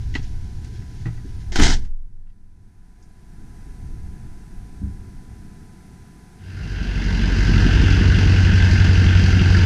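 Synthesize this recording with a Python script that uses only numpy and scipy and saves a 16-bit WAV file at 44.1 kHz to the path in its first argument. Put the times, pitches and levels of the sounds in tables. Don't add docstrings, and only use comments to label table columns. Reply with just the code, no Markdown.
import sys
import numpy as np
from scipy import signal
from scipy.fft import rfft, irfft, next_fast_len
from scipy.io import wavfile

SR = 44100
rng = np.random.default_rng(int(sys.argv[2]) if len(sys.argv) > 2 else 0)


def voltage_ratio(decibels):
    exponent = np.asarray(decibels, float) / 20
    return 10 ** exponent


def dump_mix(stems):
    frames = np.atleast_2d(stems).T
    limited = np.clip(frames, -1, 1)
    pcm = np.round(limited * 32767).astype(np.int16)
    wavfile.write(sys.argv[1], SR, pcm)


N = 425565
HISS_DB = -67


# time in seconds, place (0 firing tone peaks, 1 its octave peaks).
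WALK = [(6.4, 1.2), (6.55, 1), (6.75, .15), (6.9, 0), (7.45, .25), (7.9, .7), (8.2, .87), (8.6, 1),
        (9.65, 1)]
# time in seconds, firings per second.
IDLE_SPEED = [(6.3, 46.45), (7.65, 46.5), (7.85, 45.95), (8.3, 45.8), (8.7, 45.55), (9.65, 45.55)]


def engine():
    place, = in_time(WALK)
    tone_db = -15 - 10.5 * place ** 3
    octave_db = -25 + 11.5 * place
    rumble_db = -21.5 - 2 * place + 2.5 * np.sin(np.pi * place)
    clatter_db = -28
    firings = np.cumsum(in_time(IDLE_SPEED)[0]) / SR
    strength = firing_strength(firings)
    layers = np.sqrt(2) * crank_tones(firings, tone_db, octave_db, clatter_db)
    layers += voltage_ratio(rumble_db + 3.5) * exhaust_rumble(firings, strength)
    layers += voltage_ratio(clatter_db + 1.5) * block_clatter(firings, strength)
    return layers * crossfade()


CYLINDER_DB = [1.2, -.9, .6, -1.1, .9, -1.2, .5, -.3]


def firing_strength(firings):
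    number, phase = firings.astype(int), firings % 1
    chance_db = 0.13 * rng.standard_normal(number[-1] + 1)
    return voltage_ratio(np.array(CYLINDER_DB)[number % 8] + chance_db[number]) * np.clip(phase * 9, 0, 1)


# frequency in Hz, width in Hz, gain in dB.
BLOCK_MODES = [(926, 45, 5.5), (1420, 600, 2), (2132, 410, 6.5), (2713, 340, 7), (4800, 500, 6.5)]
# frequency in Hz, density in dB per Hz.
CLATTER_SPECTRUM = [(280, -24), (480, -5.5), (539, -9.5), (950, -15), (1130, -8), (1580, -1.5),
                    (2370, -12.5), (2700, -13), (3560, -8), (4760, -19), (6100, -22), (7800, -37),
                    (12800, -52.5), (15400, -53.5)]


def block_clatter(firings, strength):
    knock = strength * np.exp(-(firings % 1) * 3.6) + 0.54
    knocks = knock * cycle_locked(firings, lasting_s=0.6, share=0.3)
    knocks = uneven_parts(knocks, firings.astype(int), spread_db=1.4)
    return colour(peaks(workshop(knocks, t60=1.0, wet_db=-1.5), BLOCK_MODES), CLATTER_SPECTRUM)


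# low edge in Hz, top edge in Hz.
BLOCK_PARTS_HZ = [(300, 1250), (1250, 2250), (2250, 3600), (3600, 16000)]


def uneven_parts(x, number, spread_db):
    draws = voltage_ratio(spread_db * rng.standard_normal((number[-1] + 1, len(BLOCK_PARTS_HZ))))
    out = np.zeros(N)
    for k, edges in enumerate(BLOCK_PARTS_HZ):
        band = signal.butter(2, edges, "band", fs=SR, output="sos")
        out += signal.sosfilt(band, x * draws[number, k])
    return out


# frequency in Hz, density in dB per Hz.
RUMBLE_SPECTRUM = [(3, -14.5), (12, -15), (28, -22), (45, -10), (65, 3.5), (78, -1.5), (105, -0.5),
                   (125, -3), (150, -2), (195, -5), (250, -10), (320, -13.5), (400, -17), (520, -40),
                   (700, -57)]


def exhaust_rumble(firings, strength):
    exhaust = cycle_locked(firings, lasting_s=0.7, share=0.65) * voltage_ratio(0.8 * drift(8))
    exhaust *= strength * np.exp(-(firings % 1) * 6.6) + 0.5
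    return colour(workshop(exhaust, t60=0.68, wet_db=-5.5), RUMBLE_SPECTRUM)


# multiple of firing rate, level in dB over clatter or octave.
ORDERS_WITH_CLATTER = [(.5, -14), (.75, -2), (1.5, -9), (1.75, -4)]
ORDERS_WITH_OCTAVE = [(1.125, -21), (1.25, -12), (2.25, -16), (2.5, -19), (3, -19), (3.75, -21), (4, -19),
                      (4.5, -24), (7, -27)]


def crank_tones(firings, tone_db, octave_db, clatter_db):
    tones = voltage_ratio(tone_db) * np.cos(2 * np.pi * firings)
    tones -= voltage_ratio(octave_db + 0.7 * drift(3)) * np.cos(4 * np.pi * firings)
    for level_db, orders in ((clatter_db, ORDERS_WITH_CLATTER), (octave_db, ORDERS_WITH_OCTAVE)):
        for multiple, db in orders:
            level = voltage_ratio(level_db + db + 0.63 * drift(1))
            tones += level * np.cos(2 * np.pi * multiple * firings + 0.5 * drift(0.42))
    return tones


def cycle_locked(firings, lasting_s, share):
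    walk = np.arange(N) / SR / lasting_s
    step, blend = walk.astype(int), walk % 1 * np.pi / 2
    patterns = rng.standard_normal((40, 8192))
    at = (firings / 8 % 1 * 8192).astype(int)
    repeating = np.cos(blend) * patterns[step % 40, at]
    repeating += np.sin(blend) * patterns[(step + 1) % 40, at]
    return np.sqrt(share) * repeating + np.sqrt(1 - share) * rng.standard_normal(N)


def workshop(x, t60, wet_db):
    t = np.arange(SR) / SR
    tail = rng.standard_normal(SR) * voltage_ratio(-60 * t / t60) * (t > 0.012)
    return x + voltage_ratio(wet_db) * signal.fftconvolve(x, tail / np.sqrt(np.sum(tail ** 2)))[:N]


# start in seconds, peak in dB, top frequency in Hz, t60 in seconds.
SLAM = [
    (1.519, -24, 6960, 0.38),
    (1.557, -8.5, 4650, 0.063),
    (1.59, -23.5, 3000, 0.094),
    (1.596, -6, 3000, 0.075),
    (1.631, -10, 7460, 0.11),
    (1.652, -22, 7500, 0.097),
    (1.678, -15.5, 7000, 0.039),
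    (1.699, -16, 7960, 0.056),
    (1.718, -19.5, 7000, 0.16),
    (1.74, -24.5, 6940, 0.063),
]
# frequency in Hz, density in dB per Hz.
DOOR_SPECTRUM = [(210, -28), (350, 1.5), (410, -9.5), (554, -11), (681, -8.5), (950, -9), (1130, -19),
                 (1460, -9), (2000, -7.5), (2580, -17.5), (3120, -10.5), (3430, -13), (5870, -10.5),
                 (15400, -33)]


def door():
    clumps_db = 2.0 * rng.exponential(1, N).clip(0, 5)
    grit = colour(rng.standard_normal(N) * voltage_ratio(clumps_db), DOOR_SPECTRUM)
    contacts = np.zeros(N)
    for s, db, top_hz, t60 in SLAM:
        contacts += burst(grit, s, db - 27, 6000, 17000, 0.065)
        contacts += burst(grit, s, db - 9.5, 300, top_hz, t60)
    dull = signal.sosfilt(signal.butter(4, 7600, fs=SR, output="sos"), grit)
    shake = dull * rattling() * voltage_ratio(2.2 * drift(70))
    return contacts + shake + door_panel() + 1.01 * cab_boom()


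# frequency in Hz, level in dB, t60 in seconds.
PANEL_MODES = [(63.5, -3.5, 0.82), (132, 0.5, 0.29), (173.5, -7, 0.31), (244, 5, .14), (286, 1.5, 0.21),
               (403.3, -7.5, 0.12), (767, -5, 0.076), (1290, -10, .1), (1500, -7, 0.11), (2250, -11.5, .07)]


def door_panel():
    latch_s, slam_s = SLAM[1][0], SLAM[2][0]
    blows = 0.15 * click(latch_s) + 0.5 * click(slam_s)
    blows += 0.31 * click(slam_s + 0.1) - click(slam_s + 0.008)
    return sum(voltage_ratio(db - 16.0) * ring(blows, hz, t60) for hz, db, t60 in PANEL_MODES)


# frequency in Hz, t60 in seconds, push at latch, at slam, at rebound (linear).
AIR_MODES = [(12.2, 1.25, -0.63, -0.47, -0.25), (16.0, 1.36, 0.59, 0.11, 0.21),
             (20.1, 1.69, -0.39, 0.29, -0.08), (26.0, 0.68, 0.16, -0.64, -0.07)]
PUSH_S = [1.554, 1.5995, 1.654]


def cab_boom():
    boom = np.zeros(N)
    for hz, t60, *pushes in AIR_MODES:
        boom += ring(sum(push * click(s) for push, s in zip(pushes, PUSH_S)), hz, t60)
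    return boom


def rattling():
    from_s, until_s, settled_s = 1.55, 1.73, 1.88
    stop_db_per_s = 500
    t = np.arange(N) / SR
    buzz = voltage_ratio(-29 - stop_db_per_s * np.clip(t - until_s, 0, 1)) + voltage_ratio(-61)
    flare = voltage_ratio(-23.5) * swell(1.625, rise_s=0.016, t60=0.4) * (t < until_s)
    return (buzz + flare) * np.clip(np.minimum(t - from_s, settled_s - t) * 50, 0, 1)


# frequency in Hz, width in Hz, gain in dB.
TRIM_MODES = [(253, 210, -1), (796, 120, 9), (1450, 190, 3), (1930, 90, 19.5), (2720, 130, 6),
              (3520, 110, -3)]
# start in seconds, peak in dB, low Hz, top Hz, t60 in seconds.
TICKS = [(0.14, -24, 1990, 3970, 0.046), (0.1512, -10.5, 605, 4050, 0.087), (.192, -34, 500, 5000, .08),
         (0.645, -36, 400, 8000, .06), (.821, -41.5, 900, 2500, 0.072), (1.0545, -26, 1230, 1990, 0.031),
         (1.057, -24, 400, 1980, 0.17), (1.066, -45, 3320, 9000, 0.09), (1.175, -41, 900, 2400, .2),
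         (1.849, -39.5, 810, 6420, 0.121), (2.267, -53.5, 995, 3045, 0.11), (2.298, -54, 1004, 4500, 0.091),
         (3.024, -47, 4800, 7260, 0.11), (6.083, -51, 700, 2500, .08), (7.352, -20, 1300, 2100, .04),
         (7.458, -21, 1310, 2800, .05)]


def small_ticks():
    trim = peaks(rng.standard_normal(N), TRIM_MODES)
    return sum(burst(trim, s, db - 11.5, low_hz, top_hz, t60) for s, db, low_hz, top_hz, t60 in TICKS)


# start in seconds, peak in dB, ring in Hz, t60 in seconds.
BUMPS = [(0.154, -18, 273, 0.04), (.194, -15.5, 122, 0.026), (1.007, -24, 97, 0.18),
         (1.058, -18, 117.4, 0.42), (1.059, -28.5, 320, 0.14), (1.248, -30.5, 274, 0.079),
         (4.817, -25, 197.8, 0.35), (4.82, -43, 335, 0.36), (4.836, -17, 69.3, 0.33),
         (4.844, -31, 150, 0.13), (4.862, -30, 103, .25)]


def body_bumps():
    bumps = np.zeros(N)
    for s, db, hz, t60 in BUMPS:
        answer = ring(click(s + 0.00608), hz * 1.4, t60 * 0.75)
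        bumps += voltage_ratio(db) * (ring(click(s), hz, t60) - 0.42 * answer)
    return signal.sosfilt(signal.butter(2, 500, fs=SR, output="sos"), bumps)


# time in seconds, level in dB.
WIND = [(0, -25.5), (.5, -30), (.7, -33), (.85, -36), (1.1, -33.5), (1.32, -30), (1.55, -27), (2.1, -26),
        (2.35, -34), (3.25, -39.5), (3.75, -36.5), (3.95, -27.5), (4.1, -35.5), (4.33, -35.5), (4.55, -35),
        (4.72, -38), (4.98, -35), (6.1, -50.5)]
# frequency in Hz, density in dB per Hz.
BUFFET_SPECTRUM = [(6, -20.5), (14, 5.5), (30, -2), (55, -8.5), (80, -39)]
THRUM_SPECTRUM = [(35, -35), (50, 0.5), (65, -0.5), (110, -4), (135, -11), (180, -36.5)]
OUTDOORS_SPECTRUM = [(74, -33.5), (125, -3.5), (150, -2.5), (193, -1), (242, -9), (393, -15), (487, -25.5),
                     (520, -19.5), (680, -61), (1140, -120)]
CAB_AIR_SPECTRUM = [(260, -28.5), (450, -2), (545, -13), (725, 0), (944, -8), (972, -9.5), (1050, -13),
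                    (1640, -6), (2600, -17), (3380, -37), (5720, -120)]


def cab():
    wind_db, = in_time(WIND)
    over_calm_db = wind_db + 37
    is_open = door_open()
    shudder = swell(1.63, rise_s=0.04, t60=0.6)
    lumps = drift(1.4)
    wind = voltage_ratio(wind_db + 1.3 * drift(4.6)) * noise(BUFFET_SPECTRUM)
    thrum = voltage_ratio(-41.5 + 4 * is_open + 0.6 * over_calm_db + 2.0 * lumps) + voltage_ratio(-24) * shudder
    thrum = thrum * noise(THRUM_SPECTRUM)
    outdoors = voltage_ratio(-45.5 + 0.1 * over_calm_db + 1.1 * lumps) + voltage_ratio(-25.5) * shudder
    outdoors = outdoors * noise(OUTDOORS_SPECTRUM)
    air = voltage_ratio(HISS_DB + 9.0) * noise(CAB_AIR_SPECTRUM)
    return (wind + thrum + outdoors + air + cloth_rustle(is_open)) * recorder_gain()


# peak time in seconds, level in dB.
SWISHES = [
    (.158, -43),
    (.238, -52.5),
    (.65, -67),
    (1.068, -58),
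]
# frequency in Hz, density in dB per Hz.
RUSTLE_SPECTRUM = [(1500, 0.5), (2600, -6), (5500, -4), (7000, -9), (9500, -37)]


def cloth_rustle(is_open):
    sinks_db_per_s = 1.5
    cloth = voltage_ratio(-57 - sinks_db_per_s * np.arange(N) / SR)
    cloth += sum(voltage_ratio(db) * swell(s, rise_s=0.022, t60=0.12) for s, db in SWISHES)
    return cloth * voltage_ratio(1.7 * drift(12)) * is_open * noise(RUSTLE_SPECTRUM)


def door_open():
    return np.clip((SLAM[0][0] - np.arange(N) / SR) * 50, 0, 1)


def recorder_gain():
    duck_s, duck_db, attack_s, hold_s, recover_db_per_s = 1.776, -16.5, 0.18, 0.31, 12.5
    t = np.arange(N) / SR - duck_s
    down = duck_db * np.clip(t / attack_s, 0, 1)
    back = recover_db_per_s * np.clip(t - attack_s - hold_s, 0, None)
    cab_share = (1 - crossfade()) ** 0.13
    return voltage_ratio(np.minimum(down + back, 0)) * cab_share


def crossfade():
    start_s, length_s, bend = 6.337, 1.286, 1.22
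    return np.clip((np.arange(N) / SR - start_s) / length_s, 0, 1) ** bend


# frequency in Hz, density in dB per Hz.
HISS_SPECTRUM = [(1290, -35.5), (2200, -4.5), (3230, -1), (6200, 2), (7180, -2), (9700, 0.5), (13800, -13),
                 (15400, -23.5)]
# frequency in Hz, level in dB over hiss.
WHINE = [(1000, -5), (2000, -15.5), (6000, -22), (8000, -27.5)]


def preamp_noise():
    t = np.arange(N) / SR
    whine = sum(voltage_ratio(db) * np.sin(2 * np.pi * hz * t) for hz, db in WHINE)
    return voltage_ratio(HISS_DB) * recorder_gain() * (voltage_ratio(4.5) * noise(HISS_SPECTRUM) + voltage_ratio(9.0) * whine)


def rms_one(x):
    return x / np.sqrt(np.mean(x ** 2) + 1e-20)


def in_time(rows):
    s, *columns = np.transpose(rows)
    return [np.interp(np.arange(N) / SR, s, c) for c in columns]


def colour(x, spectrum):
    size, (hz, db) = next_fast_len(N), np.transpose(spectrum)
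    log_hz = np.log(np.arange(size // 2 + 1) * SR / size + 1e-3)
    gain = voltage_ratio(np.interp(log_hz, np.log(hz), db, left=-120, right=-120))
    return rms_one(irfft(rfft(x, size) * gain, size)[:N])


def noise(spectrum):
    return colour(rng.standard_normal(N), spectrum)


def drift(rate_hz):
    r = np.exp(-80 * np.pi * rate_hz / SR)
    slow = signal.lfilter([1], [1, -2 * r, r * r], rng.standard_normal(N // 40 + 2002))[2000:]
    return np.interp(np.arange(N) / 40, np.arange(len(slow)), rms_one(slow))


def peaks(x, modes):
    for hz, width_hz, db in modes:
        a, w = voltage_ratio(db / 2), 2 * np.pi * hz / SR
        k = np.pi * width_hz / SR
        middle = -2 * np.cos(w)
        x = signal.lfilter([1 + k * a, middle, 1 - k * a], [1 + k / a, middle, 1 - k / a], x)
    return x


def ring(clicks, hz, t60):
    r, w = voltage_ratio(-60 / (t60 * SR)), 2 * np.pi * hz / SR
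    return signal.lfilter([0, np.sin(w)], [1, -2 * r * np.cos(w), r * r], clicks + 1e-18)


def click(s):
    return 1.0 * (np.arange(N) == round(s * SR))


def dying(t60):
    t = np.arange(14000) / SR
    return np.clip(t * 650, 0, 1) * np.exp(-np.log(1000) * t / t60)


def burst(source, s, db, low_hz, top_hz, t60):
    start = round(s * SR)
    out, near = np.zeros(N), slice(start, start + 14000)
    band = signal.butter(3, [low_hz, top_hz], "band", fs=SR, output="sos")
    level = np.std(signal.sosfilt(band, source[near]))
    out[near] = voltage_ratio(db) / level * signal.sosfilt(band, source[near] * dying(t60))
    return out


def swell(s, rise_s, t60):
    t = np.arange(N) / SR - s
    return np.clip(1 + t / rise_s, 0, 1) * voltage_ratio(-60 * np.clip(t, 0, 3) / t60)


def scene():
    return (engine() + door() + small_ticks() + body_bumps() + cab())[None]


def low_pass(x):
    return signal.sosfilt(signal.butter(12, 15590, fs=SR, output="sos"), x)


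# frequency in Hz, width in Hz, gain in dB.
HOUSING_NOTCHES = [(548.6, 88, -11), (1094, 85, -5.5), (1895, 81, -6), (2328, 180, -2)]


def record(dry):
    mix = peaks(dry, HOUSING_NOTCHES) + preamp_noise()
    return low_pass(np.clip(mix, -1, 1))


dry = scene()
out = record(dry)
dump_mix(out)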